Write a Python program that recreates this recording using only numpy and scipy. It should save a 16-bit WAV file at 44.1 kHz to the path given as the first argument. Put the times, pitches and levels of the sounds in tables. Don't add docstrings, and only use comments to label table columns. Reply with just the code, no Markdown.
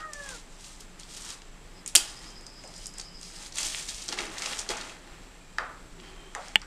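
import sys
import numpy as np
from scipy import signal
from scipy.fft import rfft, irfft, next_fast_len
from scipy.io import wavfile

SR = 44100
rng = np.random.default_rng(int(sys.argv[2]) if len(sys.argv) > 2 else 0)


def transcribe(u):
    v = np.clip(np.atleast_2d(u).T, -1, 1)
    q = np.round(v * 32767).astype(np.int16)
    wavfile.write(sys.argv[1], SR, q)


def voltage_ratio(level):
    return 10 ** (np.asarray(level, float) / 20)


N = 293706


def rms_one(x):
    return x / np.sqrt(np.mean(x ** 2) + 1e-20)


def in_time(rows):
    times, *columns = np.transpose(rows)
    return [np.interp(np.arange(N) / SR, times, column) for column in columns]


def at_hz(points, hz):
    table = np.array(points)
    return np.interp(np.log(hz), np.log(table[:, 0]), table[:, 1])


def filtered(x, spectrum):
    size = next_fast_len(len(x))
    hz = np.maximum(np.arange(size // 2 + 1) * SR / size, 1)
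    return irfft(rfft(x, size) * voltage_ratio(at_hz(spectrum, hz)), size)[:len(x)]


def drift(rate_hz):
    r = np.exp(-2 * np.pi * rate_hz * 40 / SR)
    noise = rng.standard_normal(N // 40 + 2002)
    slow = signal.lfilter([1], [1, -2 * r, r * r], noise)[2000:]
    return np.interp(np.arange(N) / 40, np.arange(len(slow)), rms_one(slow))


def resonance(x, hz, width_hz):
    r = np.exp(-np.pi * width_hz / SR)
    poles = [1, -2 * r * np.cos(2 * np.pi * hz / SR), r * r]
    return signal.lfilter([(1 - r * r) / 2, 0, (r * r - 1) / 2], poles, x)


def narrow_noise(hz, width_hz):
    once = resonance(rng.standard_normal(N), hz, width_hz)
    return rms_one(resonance(once, hz, width_hz))


def grains(per_s, spread_db, spectrum):
    sizes = voltage_ratio(spread_db * np.minimum(rng.exponential(1, N), 5)) * rng.choice([-1, 1], N)
    born = rng.random(N) < per_s * voltage_ratio(2.2 * drift(25)) / SR
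    pitches = np.geomspace(spectrum[0][0], spectrum[-1][0], 12)
    dealt = rng.integers(0, 12, N)
    out = 0
    for k, hz in enumerate(pitches):
        clicks = sizes * born * (dealt == k) + 1e-18
        out = out + voltage_ratio(at_hz(spectrum, hz)) * resonance(clicks, hz, 0.52 * hz)
    return rms_one(out)


def blows(rows, dull_hz, dull_width_hz, burst_ms, spiky):
    size = 2000
    out = np.zeros(N + size)
    ms = np.arange(size) / SR * 1000
    for s, bright_db, bright_hz, dull_db in rows:
        draw = rng.standard_normal(size)
        chips = np.sign(draw) * np.abs(draw) ** spiky * np.exp(-ms / burst_ms)
        chips[:30] *= np.linspace(0, 1, 30) ** 2
        chips[30] = np.abs(chips).max()
        at = round(s * SR)
        bright = (bright_db, bright_hz, 0.89 * bright_hz)
        dull = (dull_db, dull_hz, dull_width_hz)
        for level_db, hz, width_hz in [bright, dull]:
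            part = resonance(resonance(chips, hz, width_hz), hz, width_hz)
            out[at:at + size] += voltage_ratio(level_db) * part / np.abs(part).max()
    return out[:N]


# (frequency [Hz], relative level [dB per Hz])
AIR_COLOUR = [(26, -67.5), (45, -11.5), (55, -6), (165, -5), (201, -9.5), (263, -6), (380, -7.5),
              (577, -12), (668, -13), (2390, -18.5), (6700, -27.5), (7570, -24.5), (15800, -43)]
AIR_DB = -54.5
RUMBLE_HZ, RUMBLE_WANDER_HZ, RUMBLE_DB = 28.7, 3.1, -52
HUM_HZ, HUM_WIDTH_HZ, HUM_DB = 175.3, 32, -62.5


def background():
    air = voltage_ratio(AIR_DB + 0.8 * drift(2)) * rms_one(filtered(rng.standard_normal(N), AIR_COLOUR))
    phase = 2 * np.pi * np.cumsum(RUMBLE_HZ + RUMBLE_WANDER_HZ * drift(6)) / SR
    rumble = voltage_ratio(RUMBLE_DB + 3.8 * drift(22)) * np.sqrt(2) * np.sin(phase)
    hum = voltage_ratio(HUM_DB) * narrow_noise(HUM_HZ, HUM_WIDTH_HZ)
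    return air + rumble + hum


TONE_PURITY = 0.31
# (start [s], end [s], pitch [Hz], width [Hz], level [dB])
TONES_AND_PUFF = [(2.15, 2.38, 3140, 90, -63), (2.15, 2.38, 1910, 80, -65), (2.8, 3.2, 3050, 110, -64),
                  (5.4, 5.57, 2430, 100, -66), (6.0, 6.34, 3140, 90, -61), (6.0, 6.3, 2500, 90, -67),
                  (6.0, 6.3, 1140, 80, -67), (5.97, 6.3, 377, 70, -57.5), (-.04, .075, 1450, 350, -51)]


def tones_and_puff():
    t, out = np.arange(N) / SR, 0
    for start, end, hz, width_hz, db in TONES_AND_PUFF:
        phase = 2 * np.pi * np.cumsum(hz + 0.27 * width_hz * drift(24.7)) / SR
        sine = np.sqrt(2 * TONE_PURITY) * np.sin(phase)
        noise = np.sqrt(1 - TONE_PURITY) * narrow_noise(hz, width_hz)
        fade = np.clip(np.minimum(t - start, end - t) / 0.0036, 0, 1)
        out = out + voltage_ratio(db + 1.8 * drift(12.0)) * fade * (sine + noise)
    return out


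FAR_HZ, FAR_WIDTH_HZ, FAR_DB = 7600, 520, -66
NEAR_HZ, NEAR_WIDTH_HZ, NEAR_THROBS_PER_S, NEAR_DEPTH = 5030, 450, 10.2, 0.4
NEAR_FADE_S = 0.057
# (start [s], end [s], level before the throb [dB])
NEAR_SONG = [(1.723, 1.84, -56.5), (2.0, 3.47, -53.5)]


def insects():
    t, on = np.arange(N) / SR, 0
    for start, end, db in NEAR_SONG:
        on = on + voltage_ratio(db) * np.clip(np.minimum(t - start, end - t) / NEAR_FADE_S, 0, 1)
    throb = 1 + NEAR_DEPTH * np.cos(2 * np.pi * NEAR_THROBS_PER_S * (t - 2.58))
    near = on * throb * narrow_noise(NEAR_HZ, NEAR_WIDTH_HZ)
    return near + voltage_ratio(FAR_DB) * narrow_noise(FAR_HZ, FAR_WIDTH_HZ)


# (time [s], pitch [Hz], first, second and third partial level [dB])
SQUEAK_GLIDE = [(0.0, 620, -60, -45, -48), (0.048, 629, -57, -38.5, -48), (0.094, 617, -51, -51, -53),
                (0.118, 593, -63, -54, -52), (0.196, 577, -49, -55, -44), (0.252, 563, -57, -59, -47.5),
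                (0.328, 511, -54, -56, -48), (0.36, 459, -57, -62, -50), (0.39, 472, -60.5, -68, -73)]


def squeak():
    hz, *levels_db = in_time(SQUEAK_GLIDE)
    phase = 2 * np.pi * np.cumsum(hz) / SR
    fade_out = np.clip((SQUEAK_GLIDE[-1][0] - np.arange(N) / SR) / 0.021, 0, 1)
    partials = sum(voltage_ratio(db + 2.5 * drift(50)) * np.sin(k * phase) for k, db in enumerate(levels_db, 1))
    return fade_out * np.sqrt(2) * partials


# (time [s], strength [dB])
CLICK_TIMES = [(6.5573, 0), (6.5625, -24), (6.5675, -28)]
# (pitch [Hz], level before the panel [dB], 60 dB decay time [s])
CASE_MODES = [(2930, 3.5, 0.0093), (1920, -15, 0.019), (2320, -7.5, 0.011), (3230, -14, 0.025),
              (7660, 1, 0.0025), (4300, -13.5, 0.014), (867, -12, 0.038), (1780, -34, 0.061),
              (2530, -27, 0.021), (2830, -34, 0.08), (3480, -35, 0.11), (193, -15, 0.083)]


def case_clicks():
    clicks, out = np.full(N, 1e-18), 0
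    for s, level_db in CLICK_TIMES:
        clicks[round(s * SR)] = -voltage_ratio(level_db)
    for hz, level_db, t60 in CASE_MODES:
        r, w = voltage_ratio(-60 / (t60 * SR)), 2 * np.pi * hz / SR
        mode = signal.lfilter([0, np.sin(w)], [1, -2 * r * np.cos(w), r * r], clicks)
        out = out + voltage_ratio(level_db) * mode
    return resonance(out, 2000, 1720) + 0.11 * out


KNOCK_DULL_HZ, KNOCK_DULL_WIDTH_HZ, KNOCK_BURST_MS = 1610, 1120, 1.3
# (time [s], bright peak level [dB], bright pitch [Hz], dull peak level [dB])
FAR_KNOCKS = [(5.5838, -23, 3270, -10.5), (5.9996, -34, 3040, -59), (6.3495, -20, 5050, -21.5),
              (6.4677, -38, 3330, -46), (6.4827, -26.5, 5130, -36), (6.6165, -26, 4930, -33)]


def far_knocks():
    return blows(FAR_KNOCKS, KNOCK_DULL_HZ, KNOCK_DULL_WIDTH_HZ, KNOCK_BURST_MS, spiky=3.3)


RING_WIDTH = 0.55
# (time [s], level at the start [dB], pitch [Hz], 60 dB decay time [s])
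BLOW_RINGS = [(1.95, -32, 760, 0.18), (1.953, -38.5, 350, .2), (2.638, -46, 620, 0.61),
              (3.58, -63, 450, 0.46), (4.087, -38, 352, 0.42), (4.189, -38, 322, 0.59),
              (4.69, -31.5, 394, 0.17), (5.584, -31, 1230, .55), (5.585, -37, 606, 0.45),
              (6.35, -35.5, 660, 0.42), (6.352, -35, 1200, 0.27), (6.614, -40, 1400, 0.19)]


def after_ring():
    t, out = np.arange(N) / SR, 0
    for s, db, hz, t60 in BLOW_RINGS:
        decay = voltage_ratio(db - 60 * np.maximum(t - s, 0) / t60)
        attack = np.clip((t - s) / 0.0046, 0, 1)
        out = out + decay * attack * narrow_noise(hz, RING_WIDTH * hz)
    return out


SNAP_DULL_HZ, SNAP_DULL_WIDTH_HZ, SNAP_BURST_MS = 2820, 4800, 1.12
SNAP_DULL_DB, SNAP_DULL_FADES = -2.5, 1.8
SNAP_CRACK_HZ, SNAP_CRACK_DB = 14500, 10
# (time [s], peak level before the crack [dB], pitch [Hz])
SNAP_FIBRES = [(1.9517, 2, 7300), (1.9557, 3, 7100), (1.9582, -3, 6000), (1.9617, -1, 5000),
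               (1.9652, -8, 6500), (1.9702, -12, 6500), (1.9748, -12, 6000), (1.9807, -14, 7800)]


def twig():
    s, db, hz = np.transpose(SNAP_FIBRES)
    dull_db = SNAP_DULL_DB + db + SNAP_DULL_FADES * (db - db.max())
    rows = np.c_[s, db, hz, dull_db]
    bursts = blows(rows, SNAP_DULL_HZ, SNAP_DULL_WIDTH_HZ, SNAP_BURST_MS, spiky=1.3)
    return bursts + voltage_ratio(SNAP_CRACK_DB) * resonance(bursts, SNAP_CRACK_HZ, 2600)


STONE_DULL_HZ, STONE_DULL_WIDTH_HZ, STONE_BURST_MS = 2460, 2450, 2.4
# (time [s], bright peak level [dB], bright pitch [Hz], dull peak level [dB])
STONE_KNOCKS = [(.1331, -19, 6450, -28.5), (.2897, -20.5, 6460, -29), (.8046, -28, 12500, -52),
                (.9961, -27, 6610, -56), (1.0326, -32, 3580, -58), (1.3034, -23, 5800, -53),
                (1.4187, -34, 4260, -35), (1.8612, -15, 6760, -27.5), (1.8761, -14, 8250, -63),
                (2.2413, -33, 3720, -47), (2.3022, -32, 6000, -55), (2.4094, -36, 7000, -55),
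                (2.4653, -28, 5560, -49), (2.6374, -32, 5210, -35), (2.6756, -32, 6500, -55),
                (2.7392, -31, 5000, -59), (2.7621, -28, 5130, -45), (2.7791, -30, 7000, -54),
                (2.8579, -19, 5400, -55), (2.867, -16, 8900, -51), (2.9382, -30, 6500, -52),
                (2.9821, -24.5, 7500, -51), (2.9964, -22, 4970, -61), (3.0124, -23.5, 5050, -52),
                (3.2126, -26.5, 6400, -57), (3.2296, -26, 5100, -57), (3.4615, -26, 4070, -55),
                (3.5227, -28, 4760, -51), (3.5563, -20.5, 6900, -42), (3.5718, -23, 6720, -24),
                (3.5838, -14, 6400, -18.5), (3.6074, -17, 7000, -42), (3.6296, -14.5, 5700, -30),
                (3.7464, -30, 5030, -16), (3.8876, -20, 3620, -48), (3.9449, -20, 5600, -49),
                (4.021, -23.5, 4910, -48), (4.0814, -20, 5300, -45), (4.0881, -13, 4500, -44),
                (4.1245, -16, 4460, -19), (4.1814, -29, 3920, -40), (4.1869, -32, 3440, -16),
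                (4.1904, -22, 6330, -36), (4.2053, -18.5, 4720, -19), (4.2547, -27, 7840, -39),
                (4.3819, -19.5, 4600, -49), (4.4204, -15.5, 4370, -23), (4.4583, -16, 4400, -17),
                (4.5316, -37, 7700, -17), (4.59, -12, 5700, -50), (4.6892, -17, 4300, -31),
                (4.7695, -24, 5680, -41), (4.811, -22.5, 3740, -42), (4.8951, -35, 5000, -28)]


def stone_knocks():
    return blows(STONE_KNOCKS, STONE_DULL_HZ, STONE_DULL_WIDTH_HZ, STONE_BURST_MS, spiky=4.5)


TICKS_PER_S, TICK_DB, TICK_SPREAD_DB = 51, 3, 4.5


def ticks(fine):
    when, size, pitch = rng.random((int(TICKS_PER_S * N / SR), 3)).T
    stirred_db = 20 * np.log10(fine[(when * N).astype(int)])
    db = stirred_db + TICK_DB - TICK_SPREAD_DB * np.log(size + 0.035)
    rows = np.c_[when * N / SR, db, 3500 * 2.4 ** pitch, db - 14]
    return blows(rows, STONE_DULL_HZ, STONE_DULL_WIDTH_HZ, 0.8, spiky=5.0)


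REST_FINE_DB, REST_COARSE_DB = -63, -58.5
STROKE_EDGE_DB, STROKE_ROUNDNESS = 18.5, 1.59
CRUNCH_RISE_S, CRUNCH_FALL_S = 0.015, 0.037
# (start [s], hardest [s], end [s], fine grit level [dB], coarse level [dB])
STICK_STROKES = [(0.112, 0.317, .44, -43, -49), (0.493, 0.684, .82, -46.5, -64),
                 (1.032, 1.175, 1.32, -41, -57), (1.15, 1.302, 1.38, -38.5, -47),
                 (1.942, 1.99, 2.24, -40, -45), (2.168, 2.236, 2.42, -51, -53.5),
                 (2.574, 2.84, 2.89, -47.5, -62), (2.912, 3.008, 3.05, -50, -48.5),
                 (3.172, 3.244, 3.38, -46.5, -66), (3.21, 3.465, 3.51, -43, -53),
                 (3.536, 3.592, 3.8, -30, -43), (3.678, 3.787, 3.92, -37, -48),
                 (3.865, 3.94, 4.2, -39, -53.5), (4.16, 4.181, 4.36, -40.5, -37),
                 (4.247, 4.467, 4.72, -37.5, -37), (4.662, 4.782, 5.0, -45.5, -39),
                 (4.994, 5.1, 5.35, -72, -53), (5.903, 6.083, 6.32, -66, -52),
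                 (6.264, 6.454, 6.64, -54.5, -48)]
# (time [s], fine grit level [dB], coarse level [dB])
SHORT_CRUNCHES = [(.005, -58, -45), (.132, -60, -50), (.805, -43.5, -64), (1.001, -47.5, -64),
                  (1.885, -42.5, -73), (2.466, -62, -69), (3.889, -33, -52), (4.088, -39, -42.5),
                  (4.128, -40.5, -32), (4.59, -35, -54), (4.707, -32.5, -29.5)]


def effort():
    t = np.arange(0, N + 32, 32) / SR
    fine, coarse = voltage_ratio(2 * REST_FINE_DB), voltage_ratio(2 * REST_COARSE_DB)
    short = [(s - CRUNCH_RISE_S, s, s + CRUNCH_FALL_S, *db) for s, *db in SHORT_CRUNCHES]
    for start, hardest, end, fine_db, coarse_db in [*STICK_STROKES, *short]:
        away = np.maximum((hardest - t) / (hardest - start), (t - hardest) / (end - hardest))
        power = voltage_ratio(-2 * STROKE_EDGE_DB * np.minimum(away, 3) ** STROKE_ROUNDNESS)
        fine = fine + voltage_ratio(2 * fine_db) * power
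        coarse = coarse + voltage_ratio(2 * coarse_db) * power
    return in_time(np.c_[t, np.sqrt(fine), np.sqrt(coarse)])


# (frequency [Hz], relative level [dB per Hz])
GRIT_COLOUR = [(880, -32.5), (1500, -21), (1780, -35.5), (2700, -8), (3260, 2.5), (4770, -6), (6840, 4),
               (8350, -3), (13000, -17)]
# (frequency [Hz], relative level [dB per Hz])
CLOD_COLOUR = [(120, -59), (200, -0.5), (396, -1), (655, -4.5), (738, 1.5), (832, 4), (3500, -3),
               (4550, -22.5), (7700, -120)]


def raked_grit(fine, coarse):
    return fine * grains(7000, 2.1, GRIT_COLOUR) + coarse * grains(4000, 1.9, CLOD_COLOUR)


# (frequency [Hz], 60 dB decay time [s])
ROOM_DECAY = [(300, 0.65), (1300, 0.4), (3000, 0.32), (7000, 0.22), (13000, 0.22)]


def room(x):
    t, tail = np.arange(SR) / SR, 0
    for hz in 180 * 2.0 ** np.arange(7):
        octave = signal.butter(2, [hz / 1.4142, hz * 1.4142], "band", fs=SR, output="sos")
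        band = signal.sosfilt(octave, rng.standard_normal(SR))
        tail = tail + band * voltage_ratio(-60 * t / at_hz(ROOM_DECAY, hz))
    tail = tail * np.clip(t / 0.00067, 0, 1)
    return signal.fftconvolve(x, tail / np.sqrt(np.sum(tail ** 2)))[:N]


# (frequency [Hz], gain [dB])
MICROPHONE_RESPONSE = [(100, -6.5), (300, -3), (8500, -1.5), (10500, -9.5), (13000, -15.5), (15500, -26.5)]


def microphone(x):
    return filtered(x, MICROPHONE_RESPONSE)


STONE_ROOM_DB, SNAP_ROOM_DB, KNOCK_ROOM_DB, CASE_ROOM_DB = -8, -11, -9, -33


def scene():
    fine, coarse = effort()
    stones = raked_grit(fine, coarse) + stone_knocks() + ticks(fine)
    snap, knocks, case = twig(), far_knocks(), case_clicks()
    echoes = room(voltage_ratio(STONE_ROOM_DB) * stones + voltage_ratio(SNAP_ROOM_DB) * snap
                  + voltage_ratio(KNOCK_ROOM_DB) * knocks + voltage_ratio(CASE_ROOM_DB) * case)
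    struck = microphone(stones + snap + knocks + case + echoes + after_ring())
    mono = struck + squeak() + insects() + tones_and_puff() + background()
    return np.array([mono, mono])


def roll_off(x):
    return signal.sosfilt(signal.butter(12, 16290, fs=SR, output="sos"), x)


def record(dry):
    clipped = np.clip(dry, -0.86, 0.86)
    low_pass = signal.cheby2(16, 70, 16000, fs=SR, output="sos")
    mix = signal.sosfilt(low_pass, clipped)
    return roll_off(mix)


dry = scene()
out = record(dry)
transcribe(out)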